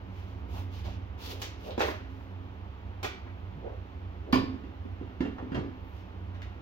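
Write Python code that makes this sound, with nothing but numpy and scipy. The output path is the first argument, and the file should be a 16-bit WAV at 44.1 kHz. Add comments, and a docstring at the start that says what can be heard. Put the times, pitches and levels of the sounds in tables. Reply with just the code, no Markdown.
"""A small tiled kitchen, where an espresso machine is readied over a low appliance hum.
Clothes rustle as an arm reaches out, the power button snaps and the machine clicks on.
A steel portafilter is picked up, clanks against the group head and is knocked and twisted into its seat:
the steel rings, the housing thuds, and fingers slide off with a whisper. The tiles echo the hits."""
import sys
import numpy as np
from scipy import signal
from scipy.fft import rfft, irfft, next_fast_len
from scipy.io import wavfile
from scipy.ndimage import uniform_filter1d

SR = 44100
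rng = np.random.default_rng(int(sys.argv[2]) if len(sys.argv) > 2 else 0)


def unload_wav(signal):
    """Save mono or channel-first audio to the path in sys.argv[1] as 16-bit WAV at rate SR, clipped to [-1, 1]."""
    wavfile.write(
        sys.argv[1],
        SR,
        np.round(np.clip(np.atleast_2d(signal).T, -1, 1) * 32767).astype(np.int16),
    )


N = 291501
TIME = np.arange(N) / SR
HIT_TIME = TIME[:SR * 3 // 4]   # time axis of one hit and its tail

# portafilter hits on the group head: (time [s], level of clank, lugs and steel ring [dB], thud level [dB], #
# brightness [dB/octave], chatter decay [s], freedom to ring [0-1])
KNOCKS = [(4.326, -24.5, -40, 3, 0.0028, 0.7), (4.3293, -20, -16, -3, 0.0049, 0.84),
          (4.346, -27, -42, 1, 0.0034, .5), (4.384, -57, -26.5, 3, .003, 0.23),
          (4.44, -56, -24.5, 3, 0.0031, 0.08), (4.541, -50, -33.5, -2, 0.0023, 0.47),
          (4.638, -46.5, -35, -3.5, 0.0034, 0.35), (4.853, -60.5, -38.5, 0.5, .003, 0.6),
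          (5.012, -47, -29, -6, 0.0011, 0.44), (5.075, -48.5, -45.5, -5, 0.0045, 0),
          (5.206, -28.5, -19, -3.5, 0.0051, 0.36), (5.252, -35.5, -23.5, -4, 0.0088, 0.4),
          (5.383, -39, -43, -6.5, 0.0014, 0.3), (5.426, -47, -33, -6.5, 0.0033, 0.5),
          (5.469, -54, -37.5, -7, .003, .7), (5.519, -32.5, -34, -6, 0.0036, 0.5),
          (5.546, -27, -30, -3.5, 0.013, 0.33), (5.57, -39, -28.5, -5, .006, 0.4),
          (5.645, -52, -31, -4.5, .005, 0.73)]
# EQ of steel striking steel: (frequency [Hz], gain [dB])
CLANK_EQ = [(80, -6), (400, -2), (720, 0), (1100, -1), (1600, -2), (2400, -5), (3400, -5), (5000, -2),
            (6200, -4), (8000, -1), (12000, -4), (15000, -3)]
# ring of the portafilter's steel: (frequency [Hz], level [dB], ungripped t60 [s])
STEEL_MODES = [(990, -3, .35), (1028, 3.5, .4), (1065, 14, .08), (1092, 1.5, .3), (1157, 4, .3),
               (1220, 6, .08), (1430, 4, .1), (1490, -6, .38), (1762, 1, .28), (2320, 4, .17),
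               (2374, 2, .38), (3270, -3, .13), (3591, -8, .28), (4530, 3, .16), (4640, 1, .3),
               (4782, 7, .36), (4850, 5, .22), (4915, 3, .38), (5518, -3, .26), (7246, -6, .3)]
# ring of the locking lugs, pressed into their seat: (frequency [Hz], level [dB], t60 [s])
LUG_MODES = [(1380, -9.5, 0.13), (1820, 2.5, 0.3), (1935, -2.5, 0.24), (2580, -4.5, .16), (2780, 4, 0.25),
             (3240, 1.5, 0.21)]
# low body of the machine's housing: (frequency [Hz], level [dB], ungripped t60 [s])
HOUSING_MODES = [(114, -20.5, 0.69), (229.6, -15, 0.22), (264, 1.5, 0.14), (260, -19, 0.78),
                 (278, -17.5, 0.52), (316, -14.5, 0.35), (379.6, -12.5, 0.3), (431, -23.5, 0.63),
                 (494, -16.5, 0.25)]


def portafilter(attack_s=0.0012, steel_db=5, lugs_db=-15, grip_power=4.7):
    """Each knock layers a clank, a ring and a housing thud; a firm grip trades steel ring for lugs."""
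    out = np.zeros((2, N))
    attack = 1 - np.exp(-HIT_TIME / attack_s)   # heavy parts take a moment to start moving
    for s, level_db, thud_db, tilt_db, chatter_s, freedom in KNOCKS:
        clank = kitchen(equalise(contact(chatter_s), CLANK_EQ), direct_db=19, room_db=30)
        steel = ring(STEEL_MODES, freedom, spread_db=1, spread_rad=.4)
        steel = kitchen(steel, direct_db=-12, room_db=-19)
        steel *= from_db(steel_db) * freedom ** grip_power * attack
        lugs = ring(LUG_MODES, freedom=1, spread_db=3.5, spread_rad=.8)
        lugs *= from_db(lugs_db) * (1 - freedom)
        tilt_eq = [(hz, level_db + tilt_db * np.log2(hz / 1500)) for hz in (500, 16000)]
        add(out, s, equalise(clank + lugs + steel, tilt_eq))
        thud = from_db(thud_db) * attack * ring(HOUSING_MODES, freedom, spread_db=2, spread_rad=0.68)
        add(out, s, kitchen(thud, direct_db=1.5, room_db=-2.5))
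    return out


# button, switch and light handling clicks: (time [s], thump [dB], body [dB], mid [dB], snap [dB],
# treble [dB], chatter decay [s], direct level [dB])
CLICKS = [(.851, -35, -39, -46, -59, -70, .012, -11), (1.4177, -41, -39, -35, -34.5, -31.5, 0.00079, -19),
          (1.708, -54, -57, -52, -41.5, -59, .0007, -3),
          (1.7783, -18.5, -21.5, -39, -41.5, -47, 0.001, -15),
          (1.794, -52, -52, -27, -39, -36, 0.0099, -20),
          (1.806, -31, -20.5, -25.5, -38, -46, 0.00054, -4.5),
          (1.812, -31.5, -23.5, -28, -31.5, -35, 0.0075, -9),
          (1.829, -32, -30.5, -33.5, -38, -47, .005, -11), (1.883, -26, -25.5, -33, -53, -49, .003, -9),
          (3.0299, -33.5, -37.5, -33.5, -34, -34.5, 0.0015, -14),
          (3.0436, -32.5, -27, -29, -37.5, -37, .004, -17), (3.266, -53, -46, -44.5, -64, -73, .013, -17),
          (6.346, -51, -44.5, -54, -57, -66, 0.0044, -10), (6.4194, -56, -66, -39.5, -50, -55, .0008, -7)]
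# EQ points for thump, body, mid, snap and treble: (frequency [Hz])
CLICK_BANDS_HZ = (250, 560, 1700, 3800, 6500)
# ring of the panels around the buttons: (frequency [Hz], level [dB], t60 [s])
PANEL_MODES = [(336, -13, 0.27), (440, -3.5, 0.15), (597, -2, 0.24), (805, 1, 0.17), (887, -4, 0.072),
               (985, -2, 0.07), (1055, 1, 0.16), (1378, 0.5, 0.1), (1675, 0, 0.11), (2140, -6, .12),
               (3080, -15, 0.12), (4230, -7, 0.13)]
# EQ over all the clicks: (frequency [Hz], gain [dB])
CLICK_EQ = [(150, -18.5), (260, 0.5), (400, 5.5), (600, 2.5), (850, 0.5), (1300, -2), (1900, -0.5),
            (2900, 0.5), (4000, 3.5), (6000, 7), (15000, 6)]


def clicks(gain_db=33, panel_db=-44):
    """Plastic parts snap and set the panels ringing briefly; the room gives them their tail."""
    out = np.zeros((2, N))
    for s, *bands_db, chatter_s, direct_db in CLICKS:
        snap = kitchen(contact(chatter_s), direct_db, room_db=2)
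        panel = from_db(panel_db) * ring(PANEL_MODES, freedom=1, spread_db=-1, spread_rad=0.89)
        add(out, s, equalise(snap + panel, list(zip(CLICK_BANDS_HZ, bands_db))))
    return from_db(gain_db) * equalise(out, CLICK_EQ)


# cloth swishes, one per arm stroke: (start [s], length [s], relative peak [dB], extra sheen [dB])
SWISHES = [(0.032, 0.44, -71, -2.5), (0.46, 0.21, -61, 2), (0.694, 0.15, -59.5, -3),
           (0.83, 0.068, -55.5, -6), (1.166, 0.23, -50.5, -0.5), (1.382, 0.07, -58, 3.5),
           (1.565, 0.19, -61, -0.5), (1.832, 0.082, -53, 2), (2.018, 0.38, -76.5, 2),
           (5.908, 0.13, -70.5, -2)]
# EQ of the cloth's hiss: (frequency [Hz], gain [dB])
CLOTH_EQ = [(300, -18), (900, -4.5), (1800, -10), (3200, -5.5), (5000, 3), (7500, 0.5), (12000, 7.5),
            (16000, 5.5)]


def sleeve(gain_db=22, grain_db=-0.5, folds_db=1.54, weave_db=-15, sheen_above_hz=8000):
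    """Fibres catch and slip: a grainy hiss and sheen ride the arm's speed, uneven as the folds pass."""
    body_power = sheen_power = 0
    for s, length_s, db, sheen_db in SWISHES:   # each dies away in the room, its sheen first
        body_power += from_db(db + stroke_db(s, length_s, fade_db_per_s=128.5)) ** 2
        sheen_power += from_db(db + sheen_db + stroke_db(s, length_s, fade_db_per_s=220)) ** 2
    grain = unit_rms(uniform_filter1d(rng.standard_normal(N), size=200))
    folds = unit_rms(uniform_filter1d(rng.standard_normal(N), size=1500))
    hiss = shaped_noise(CLOTH_EQ)
    sheen = signal.sosfiltfilt(signal.butter(2, sheen_above_hz, "high", fs=SR, output="sos"), hiss)
    envelope = np.sqrt(body_power)
    body = envelope * (hiss - sheen + from_db(weave_db) * weave(envelope))
    texture = from_db(gain_db + grain_db * grain + folds_db * folds)
    return texture * (body + np.sqrt(sheen_power) * sheen)


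def stroke_db(start_s, length_s, fade_db_per_s, speed_power=1.6):
    """Envelope of one arm stroke: the level follows a half sine of speed, then a steady release."""
    speed = np.sin(np.pi * np.clip((TIME - start_s) / length_s, 0, 1))
    level_db = speed_power * 20 * np.log10(speed + 1e-6)
    fade_db = fade_db_per_s * TIME
    return np.maximum.accumulate(level_db + fade_db) - fade_db


def weave(envelope, top_hz=4100, width_hz=1700, octaves_per_doubling=.17):
    """Threads riding over each other sing in a broad band that sweeps with the arm's speed."""
    centre_hz = top_hz * (envelope / envelope.max()) ** octaves_per_doubling
    lowpass = signal.butter(2, width_hz / 2, fs=SR, output="sos")
    real, imaginary = signal.sosfilt(lowpass, rng.standard_normal((2, 2, N)))
    carrier = np.exp(2j * np.pi * np.cumsum(centre_hz) / SR)
    return unit_rms(np.real((real + 1j * imaginary) * carrier))


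# soft rubs of hand, handle and counter: (peak time [s], swell time [s], level [dB], centre [Hz])
RUBS = [(0.481, 0.11, -51, 320), (0.579, 0.031, -46.5, 815), (0.886, 0.014, -46.5, 760),
        (1.34, 0.057, -47, 433), (1.282, 0.11, -56, 950), (1.706, 0.028, -38.5, 510),
        (3.569, 0.022, -40.5, 124), (3.672, 0.015, -35, 464), (3.706, 0.036, -43.5, 504),
        (4.301, 0.02, -40, 383), (5.401, 0.012, -41.5, 730), (5.577, 0.023, -34.5, 122),
        (5.585, 0.034, -34, 333)]


def rubs(relative_width=0.65):
    """Soft friction swells and fades in one broad resonance."""
    out = np.zeros((2, N))
    middle_s = HIT_TIME.mean()
    for s, swell_s, db, hz in RUBS:
        swell = 1 / np.cosh((HIT_TIME - middle_s) / swell_s)
        friction = resonant_noise(hz, relative_width * hz, len(HIT_TIME))
        add(out, s - middle_s, from_db(db) * swell * friction)
    return out


def fingers(peak_s=5.9, swell_s=.06, level_db=-54):
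    """Skin slides off polished steel with a thin, high whisper."""
    swell = from_db(level_db) / np.cosh((TIME - peak_s) / swell_s)
    return swell * resonant_noise(hz=13500, width_hz=5000, size=N)


# low room resonances where the hum booms: (frequency [Hz], width [Hz], relative level [dB])
HUM_MODES = [(37.7, 4, -59.5), (62.2, 5, -52.5), (70.5, 14, -45.5), (92.65, 8.2, -43.5), (108.9, 4.1, -57),
             (189.6, 16, -57), (268.1, 5, -58)]
# EQ of the room's air: (frequency [Hz], gain [dB])
AIR_EQ = [(25, -23), (100, 9.5), (140, 0), (320, 5), (550, -2), (900, -1), (1300, -6), (1700, -10.5),
          (3200, -14.5), (5000, -18.5), (8000, -23), (16000, -15)]


def hum(gain_db=1.46, fade_db_per_s=0.42, swell_db=2.5, peak_s=0.8, swell_s=0.24, air_db=-48):
    """An appliance drones in the room's low resonances, swelling once and easing down, over soft air."""
    drone = sum(from_db(db) * resonant_noise(hz, width_hz, N) for hz, width_hz, db in HUM_MODES)
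    air = from_db(air_db) * shaped_noise(AIR_EQ)
    lift_db = swell_db / np.cosh((TIME - peak_s) / swell_s)
    return drone * from_db(gain_db - fade_db_per_s * TIME + lift_db) + air


# reverb time of the tiled room: (frequency [Hz], t60 [s])
KITCHEN_T60 = [(100, 0.72), (500, 0.45), (3000, 0.54), (6000, 0.34), (14000, 0.2)]


def kitchen(x, direct_db, room_db, early_boost=0.55, early_s=0.05):
    """Direct sound, dense early reflections off the tiles, then a tail whose treble dies first."""
    size = len(HIT_TIME)
    field = rfft(diffuse_noise(size))
    centres_hz = np.geomspace(125, 16000, num=8)
    tail = 0
    for hz, share in zip(centres_hz, np.eye(len(centres_hz))):
        band_gain = at_hz(list(zip(centres_hz, share)), frequencies(size))
        decay = np.exp(-np.log(1000) * HIT_TIME / at_hz(KITCHEN_T60, hz))
        tail += irfft(field * band_gain, size) * decay
    early_lift = 1 + early_boost * np.exp(-HIT_TIME / early_s)
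    impulse_response = unit_rms(tail * early_lift) / np.sqrt(size)
    reverb = signal.fftconvolve(np.atleast_2d(x), impulse_response, axes=1)[:, :size]
    return from_db(direct_db) * x + from_db(room_db) * reverb


# stereo image of the room, narrow lows and wide highs: (frequency [Hz], left-right coherence [0-1])
COHERENCE = [(100, 0.985), (260, 1), (500, 0.49), (1200, 0.87), (2500, 0.32), (5000, 0.058), (14000, .03)]


def diffuse_noise(size):
    """White noise arriving from all round, as the two microphones hear it."""
    coherence = at_hz(COHERENCE, frequencies(size))
    mid, side = rfft(rng.standard_normal((2, size)))
    mid, side = mid * np.sqrt(1 + coherence), side * np.sqrt(1 - coherence)
    return unit_rms(irfft([mid + side, mid - side], size))


def shaped_noise(eq):
    """A scene-long bed of diffuse noise through an EQ curve."""
    return unit_rms(equalise(diffuse_noise(next_fast_len(N))[:, :N], eq))


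def resonant_noise(hz, width_hz, size):
    """Diffuse noise in one steep-sided resonance."""
    padded = next_fast_len(size)
    f = frequencies(padded) + 1
    detune = (f * f - hz * hz) / (f * width_hz)
    spectrum = rfft(diffuse_noise(padded)) / (1 + detune ** 2)
    return unit_rms(irfft(spectrum, padded)[:, :size])


def contact(chatter_s, grains_per_s=1500):
    """A sharp transient and a dying chatter of random touches; unit energy."""
    size = len(HIT_TIME)
    touches = rng.standard_normal(size) * (rng.random(size) < grains_per_s / SR)
    touches[0] = 2
    touches *= np.exp(-HIT_TIME / chatter_s)
    return touches / np.linalg.norm(touches)


def ring(modes, freedom, spread_db, spread_rad):
    """Decaying sines, choked by a firm grip; each has its own level and phase at each microphone."""
    hz, db, t60 = np.transpose(modes)[:, :, None]
    level_jitter, phase_jitter = rng.standard_normal((2, 2, len(modes), 1))
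    decay = np.exp(-np.log(1000) * HIT_TIME / (t60 * max(freedom, .1)))
    partials = decay * np.exp(2j * np.pi * hz * HIT_TIME)
    weights = from_db(db + spread_db * level_jitter) * np.exp(1j * spread_rad * phase_jitter)
    return np.imag(weights[:, :, 0] @ partials)


def equalise(x, eq):
    """Minimum-phase EQ through (frequency [Hz], gain [dB]) points: no pre-ring on transients."""
    size = 2 * next_fast_len(x.shape[-1] // 2 + SR // 20)
    gain = from_db(at_hz(eq, frequencies(size)))
    cepstrum = irfft(np.log(gain))
    cepstrum[1:size // 2] *= 2
    cepstrum[size // 2 + 1:] = 0
    return irfft(rfft(x, size) * np.exp(rfft(cepstrum)))[..., :x.shape[-1]]


def add(out, s, sound):
    """Mix a sound in at its cue."""
    start = max(round(s * SR), 0)
    out[:, start:start + sound.shape[1]] += sound[:, :N - start]


def at_hz(curve, hz):
    """Read a curve on a log-frequency axis."""
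    f, value = np.transpose(curve)
    return np.interp(np.log(hz + 1), np.log(f), value)


def frequencies(size):
    """Frequency of each bin of a real transform."""
    return np.arange(size // 2 + 1) * SR / size


def from_db(db):
    """Decibels to gain."""
    return 10 ** (np.asarray(db) / 20)


def unit_rms(x):
    """Scale to unit power."""
    return x / np.sqrt(np.mean(x ** 2) + 1e-20)


def scene():
    """The mix of all sources in the kitchen."""
    return clicks() + portafilter() + rubs() + sleeve() + fingers() + hum()


# balance of the microphone ports: (frequency [Hz], left minus right [dB])
BALANCE = [(80, -4.5), (300, -3), (1000, -2.5), (2500, -1), (5000, -0.5), (8000, 7), (13000, 3)]
# phase between the ports: (frequency [Hz], left lead [rad])
LEFT_LEAD = [(30, .08), (100, .26), (280, .7), (600, 1.6), (1100, 1.85), (2000, 2.0), (5000, 1.4)]
# microphone EQ with a deep treble notch: (frequency [Hz], gain [dB])
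MICROPHONE_EQ = [(3000, -1), (5000, -11), (6400, -14.5), (7600, -23.5), (8800, -34.5), (10200, -29),
                 (12500, -24.5), (15500, -22.5)]


def record(dry, cutoff_hz=15800):
    """Two microphone ports differ in level and phase, and share a treble notch and a steep high cut."""
    size = next_fast_len(N + SR // 10)
    hz = frequencies(size)
    left = from_db(at_hz(BALANCE, hz) / 2) * np.exp(1j * at_hz(LEFT_LEAD, hz) / 2)
    ports = irfft(rfft(dry, size) * [left, 1 / left], size)[:, :N]
    high_cut = signal.ellip(10, .2, 80, cutoff_hz, fs=SR, output="sos")
    return signal.sosfilt(high_cut, equalise(ports, MICROPHONE_EQ))


dry = scene()
out = record(dry)
unload_wav(out)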